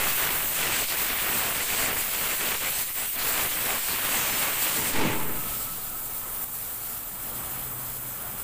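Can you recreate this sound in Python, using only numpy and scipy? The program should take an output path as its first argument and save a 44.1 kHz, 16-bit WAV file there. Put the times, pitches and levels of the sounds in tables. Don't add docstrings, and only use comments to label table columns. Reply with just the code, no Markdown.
import sys
import numpy as np
from scipy import signal
from scipy.fft import rfft, irfft, next_fast_len
from scipy.io import wavfile
from scipy.ndimage import uniform_filter1d, map_coordinates

SR = 44100
rng = np.random.default_rng(int(sys.argv[2]) if len(sys.argv) > 2 else 0)


def generate_wav(signal):
    frames = np.transpose(np.atleast_2d(signal))
    scaled = np.clip(frames, -1, 1) * 32767
    pcm = np.round(scaled).astype(np.int16)
    wavfile.write(sys.argv[1], SR, pcm)


def gain_from_db(level_db):
    decades = np.asarray(level_db, float) / 20
    return 10 ** decades


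N = 371763


def in_time(rows):
    seconds, *columns = np.transpose(rows)
    return [np.interp(np.arange(N) / SR, seconds, column) for column in columns]


def rms_one(x):
    return x / np.sqrt(np.mean(x ** 2) + 1e-20)


def drift(rate_hz):
    pole = np.exp(-40 * np.pi * rate_hz / SR)
    draws = rng.standard_normal(N // 20 + 3002)
    slow = signal.lfilter([1], [1, -2 * pole, pole ** 2], draws)[3000:]
    return np.interp(np.arange(N) / 20, np.arange(len(slow)), rms_one(slow))


def resonate(x, hz, width_hz):
    radius = np.exp(-np.pi * width_hz / SR)
    feed = np.array([1, 0, -1]) * (1 - radius ** 2) / 2
    return signal.lfilter(feed, [1, -2 * radius * np.cos(2 * np.pi * hz / SR), radius ** 2], x)


def bumps(rows):
    t, out_db = np.arange(N) / SR, np.zeros(N)
    for s, db, length in rows:
        near = slice(max(int((s - 2 * length) * SR), 0), int((s + 2 * length) * SR))
        out_db[near] += db * np.exp(-4 * np.log(2) * ((t[near] - s) / length) ** 2)
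    return out_db


def air_noise(colour, tilt_hz, tilts_db, patchy_db, patch_rate, count):
    size = next_fast_len(N)
    log_hz = np.log(np.arange(size // 2 + 1) * SR / size + 1)
    hz, colour_db = np.transpose(colour)
    spectrum = rfft(rng.standard_normal(size)) * gain_from_db(np.interp(log_hz, np.log(hz), colour_db, -90))
    spectrum /= np.std(irfft(spectrum, size))
    centres = np.linspace(np.log(hz[0]), np.log(hz[-1]), count)
    out = np.zeros(N)
    for k, centre in enumerate(centres):
        triangle = np.interp(log_hz, centres, np.arange(count) == k)
        band = irfft(spectrum * triangle, size)[:N]
        shares = [np.interp(centre, np.log(tilt_hz), row) for row in np.eye(len(tilt_hz))]
        tilt_db = sum(share * (curve - np.mean(curve)) for share, curve in zip(shares, tilts_db))
        out += band * gain_from_db(tilt_db + patchy_db * drift(patch_rate))
    return out


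# frequency in Hz, density in dB per Hz.
ROAR_COLOUR = [(15, -31), (25, 5), (38, -5), (291, -3.5), (565, -2), (2240, 1.5), (2880, 0), (5230, -10.5),
               (6000, -11), (7800, -14.5), (13200, -120)]
# time in seconds, roar level in dB, edge sharpness in dB.
STRIKE = [(0, -30.5, -1), (.2, -27.5, -0.5), (.5, -34, -1.5), (.63, -29, 0), (1.0, -32, 1.5),
          (1.38, -30, -1.5), (1.85, -28.5, -3), (2.15, -33.5, -0.5), (2.5, -29.5, -1), (2.95, -38.5, 3),
          (3.15, -35.5, 1.5), (3.3, -31.5, -0.5), (3.72, -27, -4), (4.3, -31, 1), (4.7, -31.5, 0.5),
          (5.05, -32.5, 0.5), (5.3, -38, -8), (5.75, -66.5, 21)]
# centre in seconds, depth in dB, length in seconds.
SLIPS = [(0.152, 5.5, 0.076), (0.481, 1.5, 0.24), (0.545, 1.5, 0.04), (0.867, 10, 0.049), (0.968, 3, 0.032),
         (1.076, 2, 0.028), (1.184, 2.5, 0.074), (1.46, 1.5, 0.06), (1.547, 3.5, 0.049), (1.66, 6.5, 0.091),
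         (1.765, 3.5, 0.037), (2.07, 4, 0.1), (2.283, 2.0, 0.015), (2.371, 6.5, 0.048), (2.588, 8.5, 0.044),
         (2.712, 4.5, 0.022), (2.752, 4, 0.033), (2.862, 8, 0.049), (2.935, 10, 0.038), (3.108, 10, 0.07),
         (3.513, 6, 0.068), (3.63, 4, 0.12), (3.825, 9.5, 0.1), (4.008, 4, 0.14), (4.256, 1.5, 0.036),
         (4.563, 1.5, 0.081), (4.745, 0.5, 0.03), (4.812, 3, 0.039), (4.914, 4.5, 0.046)]
# centre in seconds, loss in dB, length in seconds.
SHADES = [(0.42, 3, 0.27), (0.698, 2.9, 0.048), (0.871, 3.7, 0.036), (0.957, 5.0, 0.027), (1.154, 3, 0.057),
          (1.289, 3.1, 0.063), (1.53, 2.5, 0.061), (1.657, 0, 0.029), (1.932, 6, 0.062), (2.063, 3, 0.057),
          (2.603, 1.5, 0.055), (2.712, 3, 0.019), (2.91, 7, 0.1), (3.101, 5, 0.11), (3.173, 11, 0.02),
          (3.467, 5, 0.043), (3.585, 2.8, 0.037), (3.808, 0.5, 0.16), (4.002, 4.5, 0.094),
          (4.382, -0.5, 0.046), (4.523, 3.5, 0.122), (5.3, 5.5, 0.19), (7.75, 2, 0.1), (8.02, 2.5, 0.06)]
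SLIP_SHARES = {"rumble": 0.23, "upper": -0.43, "bright": -0.72, "five": 0.17, "eight": 0.13, "top": .13,
               "room": 0.55}
EDGE_SHARES = {"rumble": -0.34, "upper": 0.6, "bright": 1.16}
SHADE_SHARES = {"bright": 0.23, "five": 1.7, "eight": 0.78, "top": 0.19}


def splash():
    roar_db, edge_db = in_time(STRIKE + [(6.1, -56, 0)])
    slip_db = 1.39 * bumps(SLIPS)
    lumps_db = 0.5 * drift(45) + 1.5 * drift(210)
    rumble_db, upper_db, bright_db = (EDGE_SHARES[part] * edge_db - SLIP_SHARES[part] * slip_db
                                      for part in ("rumble", "upper", "bright"))
    bright_db = bright_db - SHADE_SHARES["bright"] * bumps(SHADES)
    noise = air_noise(ROAR_COLOUR, [250, 1100, 2600, 3900], [rumble_db, np.zeros(N), upper_db, bright_db],
                      patchy_db=1.04, patch_rate=7.6, count=22)
    return gain_from_db(roar_db - slip_db + 1.0 + lumps_db) * noise


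def echo(x, rows, above_hz):
    path_ms, strength = in_time(rows)
    highs = signal.lfilter(*signal.butter(1, above_hz, "high", fs=SR), x)
    late = map_coordinates(highs, [np.arange(N) - path_ms * SR / 1000], order=3)
    return (x + strength * late) / np.sqrt(1 + strength ** 2)


# frequency in Hz, density in dB per Hz.
HISS_COLOUR = [(2180, -19), (3700, -17.5), (4380, -15.5), (5400, -18.5), (6610, -14.5), (7190, -11),
               (7770, -8.5), (8400, -6.5), (9140, -11), (10200, -9.5), (12000, -9), (14900, -2),
               (15500, -2)]
# time in seconds, hiss level in dB, aim at the microphone in dB.
NOZZLE = [(0, -28.5, -0.5), (.4, -28, -0.5), (.75, -30, 2.5), (1.15, -29, -2.5), (1.8, -29.5, 2.5),
          (2.1, -28.5, -1), (2.95, -30, 0.5), (3.3, -28.5, -0.5), (4.9, -29, 0.5), (4.95, -35.5, 2),
          (5.1, -33, -2.5), (5.32, -32, -1), (5.5, -32.5, -1.5), (5.9, -33.5, -4), (6.95, -33.5, -3.5),
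          (7.1, -35.5, -3.5), (7.36, -33.5, -3.5), (8.43, -34.5, -4)]
AIM_SHARES = {"five": 1.63, "eight": 1.16}
# centre in seconds, gain in dB, length in seconds.
FLICKS = [(0.09, 2.5, 0.042), (0.238, 1.9, 0.045), (0.364, 1, 0.054), (0.488, 1, 0.039), (0.809, 1, 0.04),
          (0.9, 1, 0.036), (1.012, 2.0, 0.066), (1.227, 1, 0.029), (1.336, 2, 0.13), (1.84, 1.5, 0.041),
          (2.317, 1, 0.1), (2.792, 1.5, 0.1), (3.0, 0.5, 0.057), (3.215, -1, 0.023), (3.442, 1.5, 0.088),
          (3.543, 0, 0.046), (4.04, 1, 0.043), (4.15, 3, 0.052), (4.436, 2.5, 0.041), (4.626, 3, 0.067),
          (4.748, 1, 0.048), (5.56, 1.5, 0.15), (6.165, 1.5, 0.055), (6.587, 1.9, 0.13), (7.364, 2.2, 0.03),
          (7.52, 1, 0.19), (7.906, 1, 0.056)]
# time in seconds, extra path in milliseconds, strength 0 to 1.
HAND_ECHO = [(0, 0.25, 0.07), (1.5, 1, 0.06), (3.3, 0.27, 0.15), (4.6, 0.61, 0), (5.2, 0.6, 0),
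             (6.5, 0.53, 0.07), (7.05, 0.55, 0.01), (7.3, .62, 0.04), (8.43, .62, 0.07)]
WALL_ECHO = [
    (5, 2.8, 0),
    (5.15, 2.8, .24),
    (5.65, 3.15, .26),
    (6.5, 3.1, .22),
    (6.9, 3.05, 0),
]
BODY_ECHO = [
    (6.98, 1.03, 0),
    (7.2, 1.005, .26),
    (7.8, 1.0, .23),
    (8.43, 1.004, .3),
]


def nozzle():
    hiss_db, aim_db = in_time(NOZZLE)
    slip_db, shade_db = bumps(SLIPS), bumps(SHADES)
    five_db, eight_db = (AIM_SHARES[part] * aim_db - SLIP_SHARES[part] * slip_db - SHADE_SHARES[part] * shade_db
                         for part in ("five", "eight"))
    top_db = -SLIP_SHARES["top"] * slip_db - SHADE_SHARES["top"] * shade_db
    noise = air_noise(HISS_COLOUR, [5000, 8300, 11500], [five_db, eight_db, top_db],
                      patchy_db=1.08, patch_rate=9.3, count=16)
    hiss = gain_from_db(hiss_db + bumps(FLICKS) + 4.5 + 0.64 * drift(27)) * noise
    hiss = echo(hiss, HAND_ECHO, above_hz=1500)
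    hiss = echo(hiss, WALL_ECHO, above_hz=500)
    return echo(hiss, BODY_ECHO, above_hz=5000)


# frequency in Hz, density in dB per Hz.
SHOP_COLOUR = [(12, -18), (20, 4), (75, -6), (124, -2.5), (151, -7), (260, -7), (296, -10), (419, -11),
               (606, -10), (1300, -9), (1920, -16), (3600, -19), (4680, -62), (7920, -120)]
# time in seconds, level in dB, nearness of the worker in dB.
SHOP_AIR = [(0, -53.5, 6.5), (5.0, -52, 0), (5.5, -46, 6.5), (5.8, -49, 0.5), (6.35, -48.5, 0),
            (6.8, -50, 0.5), (7.12, -50, 0.5), (7.38, -46, 2), (8.05, -49, 0), (8.43, -46.5, 1)]
NEAR_SHARES = {"low": 0.6, "upper": 0.27, "shelf": 1.1}


def shop():
    level_db, near_db = in_time(SHOP_AIR)
    low_db, upper_db, shelf_db = (NEAR_SHARES[part] * near_db for part in ("low", "upper", "shelf"))
    flat_db = np.zeros(N)
    noise = air_noise(SHOP_COLOUR, [300, 700, 1200, 2000, 3000], [low_db, flat_db, flat_db, upper_db, shelf_db],
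                      patchy_db=-1.3, patch_rate=9.2, count=20)
    return gain_from_db(level_db + 6.0 - SLIP_SHARES["room"] * bumps(SLIPS)) * noise


def pressure(roar):
    draught_s, rise_s, height = 4.912, 0.055, 0.26
    t = np.arange(N) / SR
    age = np.maximum(t - draught_s, 0) / rise_s
    push = height * age ** 2 * np.exp(-age)
    strength = uniform_filter1d(uniform_filter1d(np.abs(roar), size=1000), size=1000)
    spraying = np.clip((draught_s - t) * 10, 0, 1)
    sag = -1.1 * (strength - np.mean(strength[:SR])) * spraying
    keep = np.exp(-2 * np.pi * 0.72 / SR)
    earlier_gust = 0.028 * np.exp(-(t / 0.16) ** 2)
    return signal.lfilter([1, -2, 1], [1, -2 * keep, keep ** 2], push + sag) + earlier_gust


# time in seconds, low edge in Hz.
EAR_PATCHES = [(.087, 9500), (1.991, 4200), (1.991, 10940), (2.107, 5200), (2.758, 4900), (2.758, 8850),
               (2.827, 4570), (4.313, 5620), (4.36, 5130), (4.36, 7450), (4.522, 10230), (4.963, 11630),
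               (5.381, 12400), (5.637, 4570), (5.637, 7490), (5.869, 4100), (5.869, 6200), (6.032, 4630),
               (6.171, 10100), (6.357, 8870), (6.403, 10940), (6.635, 5060), (6.635, 10250), (6.868, 8230),
               (6.891, 8800), (7.425, 8890), (7.448, 10960), (7.68, 5100), (7.68, 9560), (7.773, 5900)]


def ear_noise(mono):
    length, first = 2048, 777
    half = length // 2
    out, lines = np.zeros(N), np.arange(half) + 0.5
    steps = np.arange(length) + 0.5
    window = np.sin(np.pi * steps / length)
    waves = window * np.cos(np.pi / half * np.outer(lines, steps + half / 2))
    hz = lines * SR / length
    draws = rng.standard_normal((len(EAR_PATCHES), half))
    for (s, low_hz), sizes in zip(EAR_PATCHES, draws):
        at = first + half * round((s * SR - first) / half - 1)
        band = (hz > low_hz) * (hz < low_hz * 1.225)
        strength = np.std((waves @ mono[at:at + length])[band > 0])
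        out[at:at + length] += gain_from_db(-5) * strength * 2 / half * (sizes * band) @ waves
    return out * np.array([[1], [-1]])


# centre in seconds, pitch in Hz, level in dB, length in seconds.
HOWLS = [(.1, 2700, -37, .15), (.68, 2400, -41, 0.12), (.9, 4450, -37, 0.046), (1.857, 2600, -40, 0.064),
         (2.017, 2300, -36, 0.045), (2.664, 2200, -35.5, .05), (3.207, 4300, -38, 0.032),
         (3.71, 2200, -44, 0.052), (3.923, 4100, -37, 0.05), (4.22, 6450, -38, .15),
         (4.67, 2780, -36.5, 0.07), (5.068, 2340, -35.5, 0.13)]


def howls():
    t, white, out = np.arange(N) / SR, rng.standard_normal(N), np.zeros(N)
    for s, hz, db, length in HOWLS:
        width_hz = 0.34 * hz
        ringing = rms_one(resonate(resonate(white, hz, width_hz), hz, width_hz))
        out += gain_from_db(db) * np.exp(-2 * ((t - s) / length) ** 2) * ringing
    return out


# time in seconds, peak in dB.
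SMACKS = [(0.2734, -10), (0.6007, -15), (0.6665, -18), (1.4513, -23), (1.7036, -10), (2.213, -12),
          (2.3134, -12), (2.4076, -21), (2.647, -12), (3.7064, -9), (4.6131, -16), (4.867, -26)]


def smacks():
    clicks = np.zeros(N) + 1e-18
    s, peak_db = np.transpose(SMACKS)
    clicks[(s * SR).astype(int)] = gain_from_db(peak_db + 17)
    return resonate(clicks, hz=2300, width_hz=700)


# time in seconds, level in dB.
COUGH = [(4.72, -70), (4.78, -35), (4.83, -38), (4.92, -38), (5.0, -27), (5.07, -26), (5.15, -33),
         (5.35, -40.5), (5.6, -43)]
# frequency in Hz, width in Hz, level in dB.
COUGH_MODES = [(146.4, 22, -0.5), (237, 110, 6.5), (275, 46, -6.5), (325, 29, 3), (418, 43, 8),
               (499, 18, -6), (880, 75, 10.5)]


def cough():
    white = rng.standard_normal(N)
    modes = sum(gain_from_db(db) * rms_one(resonate(white, hz, width)) for hz, width, db in COUGH_MODES)
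    lows = signal.sosfilt(signal.butter(6, 600, fs=SR, output="sos"), modes)
    level_db, = in_time(COUGH + [(5.4, -72)])
    return gain_from_db(level_db) * rms_one(lows + gain_from_db(-8) * modes)


# time in seconds, level in dB.
WHISTLE = [(5.12, -58), (5.22, -41), (5.33, -50), (5.47, -45), (5.7, -48), (6.0, -52), (6.4, -56),
           (6.8, -61), (7.2, -56)]


def whistle():
    hz, width_hz = 1292, 50
    ringing = resonate(resonate(rng.standard_normal(N), hz, width_hz), hz, width_hz)
    level_db, = in_time([(5.05, -90)] + WHISTLE + [(7.2, -75)])
    return gain_from_db(level_db) * rms_one(ringing)


# stop in seconds, peak in dB, swell in seconds.
SPITS = [
    (6.445, -37, 0.04),
    (6.98, -47, 0.076),
]


def spits():
    dip_db, recover_s = -7.5, 0.091
    t, gain = np.arange(N) / SR, np.ones(N)
    for stop, peak_db, swell in SPITS:
        strength = gain_from_db(peak_db + 31)
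        away = np.abs(t - stop)
        rise = 1 + strength * np.exp(-away / swell)
        dip = gain_from_db(strength * dip_db * np.exp(-away / recover_s))
        gain *= np.where(t < stop, rise, dip)
    return gain


# time in seconds, pitch in Hz, level in dB.
HUM = [
    (7.4, 124.5, -63),
    (7.5, 128.3, -52.5),
    (7.8, 126, -46.5),
    (8.1, 126.5, -49.5),
    (8.25, 127, -58),
]


def hum():
    (start, first_hz, _), (end, last_hz, _) = HUM[0], HUM[-1]
    hz, level_db = in_time([(start - 0.06, first_hz, -90)] + list(HUM) + [(end + 0.1, last_hz, -90)])
    phase = 2 * np.pi * np.cumsum(hz + 1.5 * drift(4.4)) / SR
    return np.sqrt(2) * gain_from_db(level_db + 1.0 * drift(4.4)) * np.sin(phase)


def scene():
    roar = splash()
    idle_air = spits() * (nozzle() + shop() + whistle())
    mono = roar + idle_air + pressure(roar) + howls() + smacks() + cough() + hum()
    return np.array([mono, mono])


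def band_limit(x):
    return signal.sosfilt(signal.butter(12, 16860, fs=SR, output="sos"), x)


def record(dry):
    rounded = 0.42 * np.tanh(dry / 0.42)
    size = next_fast_len(N)
    passed = np.arange(size // 2 + 1) * SR / size < 15510
    cut = irfft(rfft(rounded, size) * passed, size)[:, :N]
    return band_limit(cut + ear_noise(cut[0]))


dry = scene()
out = record(dry)
generate_wav(out)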